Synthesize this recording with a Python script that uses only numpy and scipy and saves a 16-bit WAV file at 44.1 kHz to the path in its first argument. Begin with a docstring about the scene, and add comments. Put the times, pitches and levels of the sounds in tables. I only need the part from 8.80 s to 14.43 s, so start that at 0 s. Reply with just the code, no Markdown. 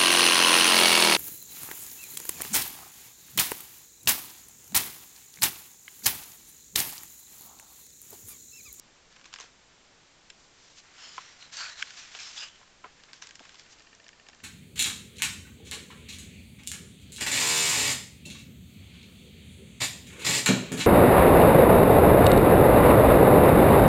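"""Turning a stiff page

A hand turns one stiff glossy page of a hardcover book close to a microphone in a quiet room.
Steady coloured noise is the hiss under all; friction of fingers and page is noise in uneven grains.
Buckles, taps and binding cracks excite decaying modes of the book; soft bumps excite its lowest modes.
Air pockets lift gliding bands of the rub; near the end a small part ticks fifteen times a second.
"""
import sys
import numpy as np
from scipy import signal
from scipy.fft import rfft, irfft
from scipy.io import wavfile
from scipy.ndimage import uniform_filter1d

SR = 44100
rng = np.random.default_rng(int(sys.argv[2]) if len(sys.argv) > 2 else 0)


def dump_mix(stems):
    """Bounce the given channels to the path in sys.argv[1] as a 16-bit WAV at rate SR."""
    frames = np.atleast_2d(stems).T  # one column per channel
    limited = np.clip(frames, -1, 1)  # hard clip at full scale
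    pcm = np.round(limited * 32767).astype(np.int16)
    wavfile.write(sys.argv[1], SR, pcm)


def magnitude_from_level(level_db):
    """Linear magnitude for a level in decibels (20 dB per decade)."""
    exponent = np.asarray(level_db, float) / 20
    return 10 ** exponent


N = 248371  # length in samples


def evened(x):
    """Power normalisation: scales to rms 1."""
    return x / np.sqrt(np.mean(x ** 2) + 1e-20)


def coloured(x, points):
    """Linear filtering: weights the spectrum by a curve drawn over log frequency."""
    f, db = np.transpose(points)
    hz = np.fft.rfftfreq(len(x), 1 / SR)
    gain = magnitude_from_level(np.interp(np.log(hz + 1), np.log(f + 1), db))
    return irfft(rfft(x) * gain, len(x))


def add(mix, s, sound):
    """Superposition: adds a sound into the mix from s seconds on."""
    part = mix[round(s * SR):][:len(sound)]
    part += sound[:len(part)]


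def resonate(x, hz, width_hz):
    """Heterodyne resonator: shifts the curve hz down to zero, smooths, and shifts back."""
    turn = np.exp(2j * np.pi * np.cumsum(hz) / SR)
    r = np.exp(-np.pi * width_hz / SR)
    smooth = signal.lfilter([1 - r], [1, -r], x / turn)
    return 2 * (turn * smooth).real


def ring(modes, t):
    """Modal decay: one exponentially damped sine a mode, as rows."""
    hz, db, t60 = np.transpose(modes)[:, :, None]
    return magnitude_from_level(db - 60 * t / t60) * np.sin(2 * np.pi * hz * t)


# Spectrum of microphone and room hiss, relative: f/Hz, density level/dB per Hz
HISS_SPECTRUM = [(20, 0.5), (100, -4.5), (150, -3), (200, -5), (450, -5.5), (1300, -7.5), (1700, -7.5),
                 (3250, -9), (7500, -11.5)]
HISS_DB = -56  # rms level
HUM_HZ, HUM_DB = 155, -86.5  # rms level


def hiss():
    """Stationary noise: Gaussian noise of a fixed spectrum with a faint low hum."""
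    hum = magnitude_from_level(HUM_DB) * np.sqrt(2) * np.sin(2 * np.pi * HUM_HZ * np.arange(N) / SR)
    return hum + magnitude_from_level(HISS_DB) * evened(coloured(rng.standard_normal(N), HISS_SPECTRUM))


# Strokes of finger and paper sliding:
# start t/s, rise t/s, fall t/s, reference peak level/dB, brightness level/dB
STROKES = [(0.28, 0.041, .3, -60, -2), (0.44, 0.014, 0.074, -52.5, -2), (0.52, 0.019, 0.088, -48.5, 0.5),
           (0.58, 0.018, .12, -46, -2), (1.52, .09, 0.15, -63.5, 9), (1.69, 0.15, 0.38, -56.5, 4),
           (1.95, 0.035, 0.034, -49.5, 6.5), (2.02, 0.036, 0.21, -58.5, -5), (2.11, .11, 0.33, -46, -1),
           (2.28, 0.088, .04, -50, 6.5), (2.376, .015, 0.32, -47, -2), (2.58, 0.031, 0.16, -49, -1.5),
           (2.712, 0.028, 0.079, -39, 2.5), (2.761, 0.035, 0.19, -34, -.5),
           (2.955, 0.052, 0.055, -37.5, -1), (3.035, 0.026, 0.28, -45.5, 0), (3.152, 0.03, .13, -41.5, 1),
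           (3.22, 0.069, 0.11, -48.5, -2), (3.305, 0.047, 0.098, -42, 0), (3.385, 0.013, 0.35, -40.5, 3),
           (3.53, 0.054, 0.094, -37.5, 3.5), (3.6, 0.035, 0.071, -40.5, 0.5), (3.71, .05, 0.22, -57, -2.5),
           (4.035, .01, 0.1, -63, -9), (4.14, 0.063, 0.036, -59.5, -5), (4.215, .03, .04, -59, 0),
           (4.277, 0.013, 0.045, -57, -7), (4.326, 0.017, 0.083, -50.5, 1),
           (4.416, 0.0066, 0.15, -47.5, -2), (4.548, .005, .05, -58, 8), (4.59, 0.021, 0.68, -54.5, -2),
           (4.77, .022, 0.064, -52.5, 4), (4.89, 0.037, 0.026, -56.5, 12)]
# Low, middle and high band of the sheet: relative share level/dB, gain in dB per dB of brightness
BAND_SHARES = [(-11, -2.4), (-7.5, -0.22), (-5.5, 1.16)]
FADE_DB, FADE_BEND, RISE_BEND = -20.5, 1.7, 0.9  # level at the end of the fall; curve exponents
BROAD_LOSS = 0.84  # dB of broad rustle lost per dB of brightness away from zero


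def pressure():
    """Incoherent power summation of strokes: a gain for the broad rustle and one for each sheet band."""
    power = np.zeros((1 + len(BAND_SHARES), N))
    share_db, lean = np.transpose(BAND_SHARES)
    for start, rise, fall, peak_db, bright_db in STROKES:
        swell = np.linspace(0, 1, max(round(rise * SR), 2)) ** RISE_BEND
        falls = np.arange(0, 1.6, 1 / (max(fall, .01) * SR))  # time in units of the fall
        fade = magnitude_from_level(FADE_DB * falls ** FADE_BEND)  # lingers, then drops
        shape = magnitude_from_level(peak_db) * np.r_[swell, fade]
        broad_db = -6 - BROAD_LOSS * abs(bright_db)
        bands_db = -4.5 + share_db + lean * bright_db
        for row, db in zip(power, np.r_[broad_db, bands_db]):
            add(row, start, (magnitude_from_level(db) * shape) ** 2)
    return np.sqrt(power)


# Spectrum of the broad part of the rub, relative: f/Hz, density level/dB per Hz
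RUSTLE_SPECTRUM = [(200, -37.5), (450, -21.5), (750, -10.5), (1600, -4.5), (2800, -3), (4000, -1.5),
                   (5100, -3), (7400, -3)]
# Broad bands of the bent sheet: centre f/Hz, width f/Hz of each of two resonators in series
SHEET_BANDS = [(1550, 2040), (2870, 3740), (5290, 4640)]


def rub():
    """Stick-slip friction: fibres catch and slip in clumps, and the bent sheet tilts the noise."""
    clumps_db = 1.2 * evened(uniform_filter1d(rng.standard_normal(N), 300))
    grain_db = 2.0 * np.minimum(rng.exponential(1, N), 6)
    slips = evened(magnitude_from_level(clumps_db + grain_db) * rng.standard_normal(N))
    broad = evened(coloured(slips, RUSTLE_SPECTRUM))
    parts = [broad]
    for centre_hz, width_hz in SHEET_BANDS:
        hz = np.full(N, centre_hz)
        parts.append(evened(resonate(resonate(broad, hz, width_hz), hz, width_hz)))
    return (pressure() * parts).sum(0)


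# What page and cover ring with: nominal f/Hz, relative level/dB, 60 dB decay time t/s
BOOK_MODES = [(290, -7, 0.014), (460, -3.5, 0.015), (734, 0.5, 0.013), (1043, 9, 0.021), (1337, 5.5, 0.016),
              (1600, 0.5, 0.016), (2013, 6, 0.01), (2110, 8.5, 0.0079), (3020, 10, 0.0048),
              (3440, 4.5, 0.017), (4110, 16.5, 0.0037), (5060, 14, 0.014), (5500, 21, 0.0031),
              (6600, 13, 0.0015), (6510, 13, 0.0095), (8510, 12.5, 0.0094)]
# Limits between cover, page and page treble: f/Hz
MODE_LIMITS = [1400, 3600]
# Corners where a blow's low and high shares take hold: f/Hz
SHARE_CORNERS = [1400, 1450, 2900, 4200]
LEAD = 440  # samples of build-up room before each release
BUILD_MS, BUILD_PER_CRACKLE = .4, .35  # longer crackles also build up longer


def snap(peak_db, low_db, high_db, crackle_ms):
    """Impulsive modal excitation: small slips grow into a sudden release and die away, ringing the book."""
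    t = np.arange(3000) / SR
    modes = np.array(BOOK_MODES)
    band = np.searchsorted(MODE_LIMITS, modes[:, 0])
    # page modes shift with the spot that gives, the treble most
    modes[:, 0] *= 1 + 0.024 * band ** 2 * rng.uniform(-1.09, 1, len(modes))
    share_db = np.interp(modes[:, 0], SHARE_CORNERS, [low_db, 0, 0, high_db])
    signs = (-1.) ** np.arange(len(modes))
    rings = (signs * magnitude_from_level(share_db))[:, None] * ring(modes, t)
    cover_filter = signal.butter(2, 200, "high", fs=SR, output="sos")
    page_filter = signal.butter(3, 1200, "high", fs=SR, output="sos")  # a thin sheet moves no bass
    cover = signal.sosfilt(cover_filter, rings[band == 0].sum(0))
    page = signal.sosfilt(page_filter, rings[band > 0].sum(0))

    ms = (t - t[LEAD]) * 1000
    build = ms / max(BUILD_MS + BUILD_PER_CRACKLE * crackle_ms, .1)
    decay = -ms / max(crackle_ms, .3)
    spread = np.exp(np.where(ms < 0, build, decay))
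    sparse = rng.random(len(t)) < .25
    slips = 0.13 * spread * rng.standard_normal(len(t)) * sparse
    slips[LEAD] += 1  # the release
    sound = signal.fftconvolve(slips, cover + page)[:len(t)]
    return magnitude_from_level(peak_db) * sound / abs(sound).max()


# Buckles, taps and binding cracks, released 1 ms after t:
# t/s, peak level/dB, low-mode level/dB, high-mode level/dB, crackle time constant t/ms
SNAPS = [(0.325, -45, -20, -10, 3), (0.362, -42, -15, -17, 3), (0.442, -36.5, -16, -8, 3),
         (0.455, -34, -18, -12, 2.9), (0.459, -37, -11, -12, 2.5), (0.528, -34, -11, -15, 3.4),
         (0.538, -25, -11, -6, 2.1), (0.559, -32, -15, -17, 3), (0.586, -32.5, -7, -15, 3.3),
         (0.6, -25, -5.5, -3, 1.8), (0.607, -28.5, -20, 3, 1.5), (0.615, -35, -2, -4, 1.9),
         (0.641, -49, -4, -31, 8.5), (1.501, -31.5, -28, -11, 5.8), (2.379, -22.5, 1, -24, 6.7),
         (2.624, -36.5, -15, -33, 2.9), (2.769, -24, -18, 1, 10), (3.0211, -26, -39, -22, 4),
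         (3.0241, -14.5, -38, -24.5, 1.6), (3.105, -31, -31, -16, 7.4), (3.349, -30, -14, -18, .8),
         (3.388, -32, -33, -15, 2.3), (3.813, -44.5, 3, -23.5, 1.4), (3.829, -45, -1, -23.5, 1.4),
         (3.875, -47.5, -10, -20, 2.5), (4.04, -36, 3, -26, 3.6), (4.043, -31.5, -5, -54, 6.1),
         (4.05, -37.5, 5, -33, 22), (4.235, -38.5, -15, -9, 3.3), (4.331, -28.5, -19, -9, 1.7),
         (4.422, -27.5, -12, -6.5, 9.4), (4.47, -29, -7, 1, 2.4), (4.49, -38, -14, -10, 3.6),
         (4.508, -32.5, -28, -12, 2), (4.554, -31, -34.5, -4, 2), (4.593, -35, -9.5, -15.5, 3.1),
         (4.636, -49, -8, -21, 2.1), (4.652, -37, -13.5, -16.5, 6.2), (4.692, -37, -13, -16, 1.4),
         (4.743, -38, -2, -4, 1.5), (4.754, -38.5, -22, -12.5, 2.7), (4.795, -32.5, -14, -6, 1.2),
         (4.995, -42, -25, -8, 2), (5.021, -42.5, -22, -5, 2), (4.985, -43, -22, -7, 3),
         (5.149, -38, -24, 2, 3.2), (5.242, -41, -21, -2, 3), (5.281, -36.5, -30, -1, 1.2),
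         (5.289, -34.5, -35, -12, 1.2), (5.486, -30.5, -14.5, -5.5, 2.8), (5.497, -42, -15, -14, 5),
         (5.547, -42.5, -16, -15, 2.7)]
# Spans of faint random cracks while the book shifts: from t/s, to t/s
SETTLING = [(0.29, 0.44), (4.6, 4.78)]
# One faint crack: peak level/dB, low-mode level/dB, high-mode level/dB, crackle t/ms (floored in snap)
FAINT_CRACK = (-42, -12, -16, -1.5)
FAINT_PER_S = 22


def cracks(mix):
    """Superposed transients: adds the listed snaps and faint cracks at uniformly random times."""
    blows = list(SNAPS)
    for start, end in SETTLING:
        count = round(FAINT_PER_S * (end - start))
        blows += [(s, *FAINT_CRACK) for s in rng.uniform(start, end, count)]
    for s, *blow in blows:
        add(mix, s + .001 - LEAD / SR, snap(*blow))


# The soft side of a finger or the page block bumps the cover: onset t/s, peak level/dB
BUMPS = [(0.602, -44.5), (0.639, -47.5), (2.269, -52), (3.346, -45.5), (4.044, -47), (4.057, -41.5),
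         (4.605, -43), (5.488, -51)]
PUSH_MS = 4.1  # decay time constant of the push


def bump(peak_db):
    """Soft impact excitation: a padded, uneven push reaches only the lowest modes of the cover."""
    t = np.arange(3000) / SR
    push = np.exp(-t * 1000 / PUSH_MS) * rng.standard_normal(len(t))
    sound = signal.fftconvolve(push, ring(BOOK_MODES[:3], t).sum(0))[:len(t)]
    band = signal.butter(2, [300, 1000], "band", fs=SR, output="sos")
    sound = signal.sosfilt(band, sound)
    return magnitude_from_level(peak_db) * sound / abs(sound).max()


# Air pockets under the curled sheet that whistle faintly in the rub:
# start t/s, length t/s, initial f/Hz, glide f/Hz, lift level/dB over the rub
POCKETS = [(2.14, 0.27, 3070, 80, 6.5), (2.19, .16, 4300, 150, 6.5), (2.136, .2, 1460, -270, 2),
           (2.417, 0.17, 5500, 398, 6), (3.18, 0.094, 6250, -1000, 5.5), (3.655, .14, 3400, -500, 9.5),
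           (2.882, 0.1, 1510, 400, 7), (2.152, 0.23, 5260, -340, 9.5), (2.188, 0.18, 6770, 200, 6),
           (2.593, 0.094, 4180, -52, 10.5), (2.737, 0.19, 4530, -8, 8.5), (2.775, 0.14, 1430, 46, 7.5),
           (2.825, 0.06, 2460, -100, 7), (2.873, 0.16, 4070, -60, 7), (3.04, .09, 4000, 500, 5),
           (3.19, 0.13, 2640, -300, 4.5), (3.38, 0.051, 2480, -80, 6.5), (3.394, 0.13, 5300, -13, 6),
           (3.557, 0.13, 4980, -49, 8.5), (3.573, 0.14, 2800, -8, 9.5), (3.547, 0.098, 3480, 48, 7),
           (3.585, 0.13, 1600, -40, 5)]
POCKET_WIDTH_HZ = 660  # of each of two resonators in series


def whistles(sheet):
    """Cavity resonance: each air pocket lifts a narrow, gliding band of the rub."""
    sound = np.zeros(N)
    for start, length, from_hz, glide_hz, db in POCKETS:
        part = sheet[round(start * SR):][:round(length * SR)]
        hz = from_hz + np.linspace(0, glide_hz, len(part))
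        lifted = resonate(resonate(part, hz, POCKET_WIDTH_HZ), hz, POCKET_WIDTH_HZ)
        # the rub itself supplies the remaining 1
        add(sound, start, (magnitude_from_level(db) - 1) * lifted * signal.windows.tukey(len(part), .7))
    return sound


# Modes of the small ticking part: f/Hz, relative level/dB, 60 dB decay time t/s
TICK_MODES = [(684, -10, 0.09), (1827, 1.5, 0.035), (2430, -1, 0.019), (2800, 8.5, 0.01), (4540, 5, 0.0088)]


def tick(peak_db):
    """Impulsive modal excitation: a stiff part clicks once, with two short, weaker pulses ahead of the click."""
    t = np.arange(2000) / SR
    pulses = np.zeros(200)
    pulses[[0, 70, 130]] = [.35, -.55, 1] * rng.uniform(0.52, 1.3, 3)  # pulse strengths vary
    sound = np.convolve(pulses, ring(TICK_MODES, t).sum(0))
    return magnitude_from_level(peak_db) * sound / abs(sound).max()


# Ticks, each with its first short pulse 1 ms before t: t/s, peak level/dB
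TICKS = [(4.796, -46), (4.8623, -40.5), (4.929, -42), (5.004, -38), (5.07, -39.5), (5.1291, -38),
         (5.1988, -37.5), (5.2638, -37), (5.33, -38.5), (5.3966, -38.5), (5.466, -39), (5.531, -38.5),
         (5.6017, -39.5)]


def scene():
    """Linear superposition of all sources at the single microphone."""
    sheet = rub()
    mix = hiss() + sheet + whistles(sheet)
    cracks(mix)
    for s, db in BUMPS:
        add(mix, s, bump(db))
    for s, db in TICKS:
        add(mix, s - .001, tick(db))
    return mix[None]


def band_limit(x):
    """A steep low-pass at the top of the band."""
    return signal.sosfilt(signal.butter(12, 9040, fs=SR, output="sos"), x)


# Band limit, a weak step near 8 kHz, then a steep cutoff near 9 kHz: f/Hz, level/dB
BAND_LIMIT = [(7600, -0.5), (8000, -19.5), (8400, -13), (8800, -26.5), (9030, -34.5), (9120, -100)]


def record(dry):
    """Band limitation: the treble weakens in a step near 8 kHz and is cut off steeply near 9 kHz."""
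    finished = coloured(dry[0], BAND_LIMIT)[None]
    return band_limit(finished)


dry = scene()
out = record(dry)
dump_mix(out)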